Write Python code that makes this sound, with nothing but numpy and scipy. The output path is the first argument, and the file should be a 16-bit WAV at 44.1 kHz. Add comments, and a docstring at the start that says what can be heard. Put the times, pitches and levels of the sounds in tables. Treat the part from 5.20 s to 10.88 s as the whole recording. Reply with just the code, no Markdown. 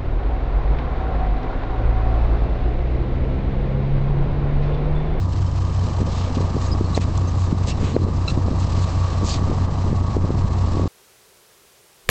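"""A six-cylinder diesel idles throughout under a fishing boat's deck, over the hiss of the sea:
firings drone, the block clatters, wind rumbles on the microphone. First a reel's pawl ticks.
From 0.8 s eddies pop on the microphone; then jackets and line swish, tackle squeaks by stick-slip,
and a thin gear whine comes and goes. The strongest gust hits near 2.7 s.
From 3.4 s the reel turns twice more, softer; gusts and pops go on to the end."""
import sys
import numpy as np
from scipy import signal
from scipy.fft import rfft, irfft
from scipy.io import wavfile

SR = 44100
rng = np.random.default_rng(int(sys.argv[2]) if len(sys.argv) > 2 else 0)


def wrap_up_sound(samples):
    """Save the sound to the file named by the first command line argument, as 16-bit audio."""
    columns = np.atleast_2d(samples).T
    # keep every value between -1 and 1, then stretch to whole-number steps
    tamed = np.clip(columns, -1, 1)
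    steps = np.round(tamed * 32767).astype(np.int16)
    wavfile.write(sys.argv[1], SR, steps)


N = 250432
TIME = np.arange(N) / SR
CYLINDERS = 6
WAVE_PERIOD_S, FIRST_CREST_S = 1.45, 1.14

# sea wash before the wave swell: t/s, level/dB
WASH_LEVEL = [(0, -46), (.9, -42), (1.7, -41.5), (2.35, -44), (2.9, -45.5), (3.55, -39), (4.4, -43),
              (5.68, -43.5)]
# sea wash: f/Hz, density/dB
WASH_SPECTRUM = [(300, 0.5), (1500, 5.5), (2100, -0.5), (2600, 2.5), (3500, 0.5), (3850, 3.5), (4200, 4.5),
                 (4500, 2), (4900, 2.5), (5500, 0.5), (6800, -2.5), (7700, -3), (9000, -6.5)]
# strokes of cloth and line: centre/s, length/s, level/dB, band centre/Hz, half width/octaves
SWISH_STROKES = [(.99, 0.25, -42, 3830, .7), (1.156, 0.029, -37.5, 4000, 1),
                 (1.441, .11, -42.5, 6000, 0.85), (1.77, 0.048, -34.5, 5600, 1.3),
                 (1.823, 0.055, -34, 4100, 2.3), (1.977, 0.006, -34, 6500, 0.4),
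                 (2.218, 0.16, -44, 6000, 0.86), (2.494, .065, -31.5, 5200, 1.14),
                 (2.665, .17, -38, 2600, 2.3), (3.098, 0.058, -35.5, 6000, 1.1),
                 (3.407, 0.044, -41.5, 6440, 0.95), (3.63, 0.053, -38, 6000, 0.99),
                 (4.108, 0.15, -30, 5140, .65)]
# rubbed cloth and line: f/Hz, density/dB
RUB_SPECTRUM = [(1000, 3), (2100, 1.5), (2650, 2.5), (3000, -0.5), (3700, 1.5), (4200, -1), (4800, -1),
                (5400, -4.5), (6000, -4), (6700, -1), (7600, -4), (8500, -4.5)]
# rod and reel squeaks: t/s, length/s, level/dB, f/Hz
TACKLE_SQUEAKS = [(1.46, 0.022, -42, 6500), (1.508, 0.04, -34, 4980), (1.637, 0.04, -45, 4300),
                  (1.744, 0.014, -29.5, 4030), (2.065, 0.042, -44, 6300), (2.49, 0.053, -40, 2720),
                  (2.732, .04, -46, 4130), (2.802, .07, -50, 4110), (3.076, 0.014, -23, 1358),
                  (3.083, 0.032, -31.5, 1348), (4.095, 0.066, -34, 4600)]
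# reel turns: start/s, end/s, level/dB, tick rate/Hz
REEL_TURNS = [(0.124, .9, -43, 21.3), (3.446, 4.0, -49, 20), (4.252, 4.7, -48, 21)]
# pawl rasp: f/Hz, density/dB
PAWL_SPECTRUM = [(1000, -27.5), (2700, -6), (4200, -2), (5200, 3), (8000, -6.5)]
# gusts: peak/s, Gaussian width/s, level/dB
WIND_GUSTS = [(1.35, 0.49, -33.5), (2.1, 0.35, -34.5), (2.73, .16, -27.5), (3.3, 0.23, -31),
              (4.355, 0.3, -32.5), (5.08, 0.21, -31), (5.624, 0.18, -30.5)]
# wind rumble: f/Hz, density/dB
RUMBLE_SPECTRUM = [(4, -10.5), (15, 4.5), (30, -4.5), (60, -2), (130, -3.5), (200, -5), (320, -13),
                   (500, -20), (900, -36.5), (2000, -60.5)]
# large eddies at the microphone: t/s, level/dB, f/Hz
LARGE_EDDIES = [(0.818, -13, 200), (1.183, -13, 270), (1.208, -11, 230), (1.367, -11, 280),
                (1.611, -7.5, 220), (1.777, -2.5, 580), (2.328, -5.5, 145), (2.628, -15, 159),
                (2.766, -0.5, 320), (2.819, -12.5, 210), (2.887, -12.5, 290), (3.176, -9.5, 238),
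                (3.284, -12, 380), (3.314, -16, 213), (4.033, -12.5, 230), (4.217, -19, 120),
                (4.316, -12, 340), (4.648, -13, 125), (4.73, -8.5, 230), (4.968, -8, 290),
                (5.049, -12, 300), (5.106, -12.5, 300), (5.571, -14.5, 360), (5.597, -7, 310),
                (5.658, -8.5, 210)]
# engine speed: t/s, firing rate/Hz
FIRING_RATE = [(0, 30.35), (.3, 30.35), (.75, 30.07), (1.25, 29.91), (1.75, 30.07), (3.1, 29.95),
               (3.75, 30.03), (5.68, 30.03)]
# gear whine: start/s, end/s, f/Hz, level/dB
WHINE_SPELLS = [(1.4, 1.85, 1131, -45), (3.464, 4.28, 1141, -43.5), (4.7, 4.997, 1120, -42.5),
                (5.174, 5.752, 1118, -43.5)]
# block clatter before the wave swell: t/s, level/dB
CLATTER_LEVEL = [(0, -41.5), (.7, -37), (1.6, -36.5), (2.3, -38.5), (3.0, -38), (3.45, -36.5), (4.9, -36),
                 (5.68, -38)]
# block clatter, muffled by the deck: f/Hz, density/dB
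CLATTER_SPECTRUM = [(150, -11.5), (300, -5.5), (450, -1), (600, -1), (800, 0), (950, 1), (1040, -0.5),
                    (1130, 0.5), (1260, -3), (1420, -17.5), (1650, -14), (2200, -19), (4000, -41)]
# exhaust and hull lines: multiple of the cycle rate, level/dB
DRONE_ORDERS = [(6, -45.5), (9, -43), (12, -27), (14, -58), (15, -45.5), (17, -59.5), (18, -22),
                (19, -30.5), (20, -45.5), (21, -36.5), (23, -35), (24, -47.5), (26, -35.5), (27, -38.5),
                (28, -49), (32, -36.5), (50, -50.5), (54, -50.5), (66, -47.5), (189, -53), (198, -50.5)]


def amp(db):
    """dB to gain."""
    return 10 ** (np.asarray(db) / 20)


def unit(x):
    """Scale to rms 1."""
    return x / np.sqrt(np.mean(x ** 2) + 1e-20)


def curve(rows):
    """Linear interpolation of (t/s, value) rows."""
    return np.interp(TIME, *np.transpose(rows))


def colour(x, spectrum):
    """Filter by (f/Hz, level/dB) rows; rms 1."""
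    hz, db = np.transpose(spectrum)
    bins_hz = np.fft.rfftfreq(len(x), 1 / SR)
    gain = amp(np.interp(np.log(bins_hz + 1), np.log(hz), db))
    return unit(irfft(rfft(x) * gain, len(x)))


def drift(size, cutoff_hz):
    """Slow random motion; rms about 1."""
    length = min(N, max(size, SR // 4))
    low_pass = np.exp(-(np.fft.rfftfreq(length, 1 / SR) / cutoff_hz) ** 2)
    return unit(irfft(rfft(rng.standard_normal(length)) * low_pass, length))[:size]


def swell(period_s, top_s):
    """Slow cosine with a crest at top_s."""
    return np.cos(2 * np.pi * (TIME - top_s) / period_s)


def add(mix, start_s, sound):
    """Mix a sound in at start_s."""
    start = round(start_s * SR)
    part = mix[max(start, 0):][:max(len(sound) + min(start, 0), 0)]
    part += sound[max(-start, 0):][:len(part)]


def sea_wash(flicker_db=1.93, wave_db=0.55):
    """Water hisses along the hull, rising with each wave, flickering as wavelets break."""
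    fizz = rng.standard_normal(N) * amp(flicker_db * drift(N, 60))
    level_db = curve(WASH_LEVEL) + wave_db * swell(WAVE_PERIOD_S, FIRST_CREST_S)
    return amp(level_db) * colour(fizz, WASH_SPECTRUM)


def cloth_swishes(grain_db=2.5, fall_oct=0.5):
    """Rubbed cloth and line: grainy hiss that swells, fades and dulls as the stroke slows."""
    out = np.zeros(N)
    for centre_s, length_s, db, hz, width_oct in SWISH_STROKES:
        size = round(length_s * SR)
        along = np.linspace(0, 1, size)
        stroke = amp(db) * abs(np.sin(np.pi * along)) ** 0.86
        offset_oct = np.log2((np.fft.rfftfreq(size, 1 / SR) + 1) / hz)
        # crossfade, bright band to dull band
        for share, shift_oct in (1 - along, fall_oct / 2), (along, -fall_oct / 2):
            grains = rng.standard_normal(size) * amp(grain_db * drift(size, 400))
            band = 1 / (1 + ((offset_oct - shift_oct) / width_oct) ** 2)
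            hiss = colour(irfft(rfft(grains) * band, size), RUB_SPECTRUM)
            add(out, centre_s - length_s / 2, stroke * np.sin(np.pi / 2 * share) * hiss)
    return out


def tackle_squeaks(resonance_hz=3580, top_hz=8200, sag=0.022, jitter=0.025, db_per_harmonic=-13.5):
    """Stick-slip: a rough, sagging tone, strongest in the harmonics near the tackle's resonance."""
    out = np.zeros(N)
    for start_s, length_s, db, hz in TACKLE_SQUEAKS:
        strongest = max(resonance_hz / hz, 1)
        size = round(length_s * SR)
        pitch_hz = hz * (1 + sag * np.linspace(.5, -.5, size) + jitter * drift(size, 500))
        phase = 2 * np.pi * np.cumsum(pitch_hz) / SR
        tone = sum(amp(db_per_harmonic * abs(k - strongest)) * np.sin(k * phase)
                   for k in range(1, int(top_hz / hz) + 1))
        tone += amp(-18) * np.sin(phase)  # the slip rate always sounds
        grip = 1 + 0.36 * drift(size, 350)
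        add(out, start_s, amp(db) * unit(tone * grip) * signal.windows.tukey(size, .8))
    return out


def reel_ticks(rise_s=.0016, ring_hz=3080, decay_s=.007, stray_s=.002, uneven_db=2.3):
    """The pawl rasps over each tooth and rings briefly."""
    rasps, rings = np.zeros(N), np.zeros(N)
    t = TIME[:2400]
    rasp_envelope = t / rise_s * np.exp(1 - t / rise_s)
    ring = amp(-1) * np.exp(-t / decay_s) * np.sin(2 * np.pi * ring_hz * t)
    for start_s, end_s, db, rate_hz in REEL_TURNS:
        scatter = rng.standard_normal(size=(60, 2))
        for due_s, (late, hard) in zip(np.arange(start_s, end_s, 1 / rate_hz), scatter):
            tick_s = due_s + stray_s * late
            gain = amp(db + uneven_db * hard)
            add(rasps, tick_s, gain * rasp_envelope)
            add(rings, tick_s, gain * ring)
    return rings + rasps * colour(rng.standard_normal(N), PAWL_SPECTRUM)


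def eddy(hz):
    """One pressure swing of random shape as an eddy passes the microphone port."""
    t = np.arange(-900, 901) / SR
    pulse = (1 - 2j * np.pi * hz * t / 3) ** -4
    return (pulse * np.exp(2j * np.pi * rng.random())).real


def wind_rumble(breeze_db=-35.5, lumpy_db=3.0, spread_db=7.0, eddy_hz=220):
    """Lumpy rumble and small eddies follow the gusts over a steady breeze."""
    gust_power = sum((amp(db) * np.exp(-.5 * ((TIME - peak_s) / width_s) ** 2)) ** 2
                     for peak_s, width_s, db in WIND_GUSTS)
    strength = np.sqrt(amp(breeze_db) ** 2 + gust_power)
    turbulence = rng.standard_normal(N) * amp(lumpy_db * drift(N, 40))
    out = strength * amp(6) * colour(turbulence, RUMBLE_SPECTRUM)
    for when, force, pitch in rng.random(size=(200, 3)):
        swing = amp(spread_db * force) * eddy(eddy_hz * 2 ** (2 * pitch - 1))
        add(out, (when * N - len(swing) / 2) / SR, strength[int(when * N)] * swing)
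    return out


def wind_pops(wake_db=-20.5, wake_s=0.011, shed_db=-15.0, shed_s=.025, shed_hz=200):
    """Each large eddy pops on the microphone with two smaller ones, in a brief turbulent flurry."""
    out, flurry = np.zeros(N), np.zeros(N)
    for centre_s, db, hz in LARGE_EDDIES:
        pop = amp(db) * eddy(hz)
        start_s = centre_s - len(pop) / 2 / SR
        add(out, start_s, pop)
        for lag, pitch in rng.uniform(-1, 1, (2, 2)):
            add(out, start_s + shed_s * lag, amp(shed_db) * eddy(shed_hz * 2 ** (pitch / 2)))
        flurry += amp(db + wake_db) * np.exp(-abs(TIME - centre_s) / wake_s)
    wake = colour(rng.standard_normal(N), [(60, -7), (200, -2), (450, -4), (900, -20), (2500, -42.5)])
    return out + flurry * wake


def gear_whine(waver_hz=2.4, flutter_db=2.5, fade_s=0.06):
    """A thin, wavering gear tone comes and goes."""
    out = np.zeros(N)
    detune_hz = waver_hz * drift(N, 16.2)
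    for start_s, end_s, hz, db in WHINE_SPELLS:
        fade = np.clip(np.minimum(TIME - start_s, end_s - TIME) / fade_s, 0, 1)
        out += amp(db) * fade * np.sin(2 * np.pi * np.cumsum(hz + detune_hz) / SR)
    return np.sqrt(2) * amp(flutter_db * drift(N, 15)) * out


def engine_cycles(strong_beat_s=.056):
    """Cycles since a firing of the strongest cylinder; each cylinder fires once per cycle."""
    cycles = np.cumsum(curve(FIRING_RATE)) / SR / CYLINDERS
    return cycles - np.interp(strong_beat_s, TIME, cycles)


def block_clatter(cycles, repeat_share=0.62, firing_depth=0.19, valve_depth=0.31, gain_db=1.87):
    """Firings and valve taps rattle the block; much of the rattle repeats each cycle."""
    size = round(N / (cycles[-1] - cycles[0]))
    repeated = rng.standard_normal(size)[(cycles % 1 * (size - 1)).astype(int)]
    rattle = np.sqrt(repeat_share) * repeated + np.sqrt(1 - repeat_share) * rng.standard_normal(N)
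    firings = np.cos(2 * np.pi * CYLINDERS * cycles)
    valves = np.cos(2 * np.pi * 22 * cycles)
    knocks = rattle * np.exp(firing_depth * firings + valve_depth * valves)
    level_db = curve(CLATTER_LEVEL) + 0.5 * swell(WAVE_PERIOD_S, FIRST_CREST_S) + gain_db
    return amp(level_db) * colour(knocks, CLATTER_SPECTRUM)


def diesel_drone(cycles, scatter_rad=0.353, waver=0.099, roll_db=1.25):
    """Unequal cylinders add lines beside the firing harmonics: one throb per cycle."""
    out = np.zeros(N)
    for order, db in DRONE_ORDERS:
        lag_rad = scatter_rad * rng.standard_normal() * (order / 18) ** 4  # high lines take more paths
        sway = 1 + waver * (drift(N, 10.0) + 1j * drift(N, 4.6))
        phase = 2 * np.pi * order * cycles + lag_rad
        out += amp(db) * (sway * np.exp(1j * phase)).real
    boat_roll = swell(period_s=1.72, top_s=3.55)
    return np.sqrt(2) * amp(roll_db * boat_roll) * out


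def scene():
    """Engine, wind, sea and anglers in open air; mono."""
    cycles = engine_cycles()
    engine = diesel_drone(cycles) + block_clatter(cycles) + gear_whine()
    weather = wind_rumble() + wind_pops() + sea_wash()
    anglers = cloth_swishes() + tackle_squeaks() + reel_ticks()
    return (engine + weather + anglers)[None]


def record(dry, ceiling=.705, threshold_db=-11.0, duck_share=0.6, recovery_db_per_s=87.5,
           attack_s=0.0017, cutoff_hz=8200):
    """The largest pops overload the input with a crack; gain control ducks after them; low-pass."""
    clipped = np.clip(dry, -ceiling, ceiling)
    over_db = np.maximum(20 * np.log10(abs(clipped[0]) + 1e-9) - threshold_db, 0)
    recovery_db = recovery_db_per_s * TIME
    held_db = np.maximum.accumulate(over_db + recovery_db) - recovery_db
    pole = np.exp(-1 / (attack_s * SR))
    duck_db = duck_share * signal.lfilter([1 - pole], [1, -pole], held_db)
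    low_pass = signal.firwin(101, cutoff_hz, window=("kaiser", 8), fs=SR)
    return signal.oaconvolve(clipped * amp(-duck_db), low_pass[None], "same")


dry = scene()
out = record(dry)
wrap_up_sound(out)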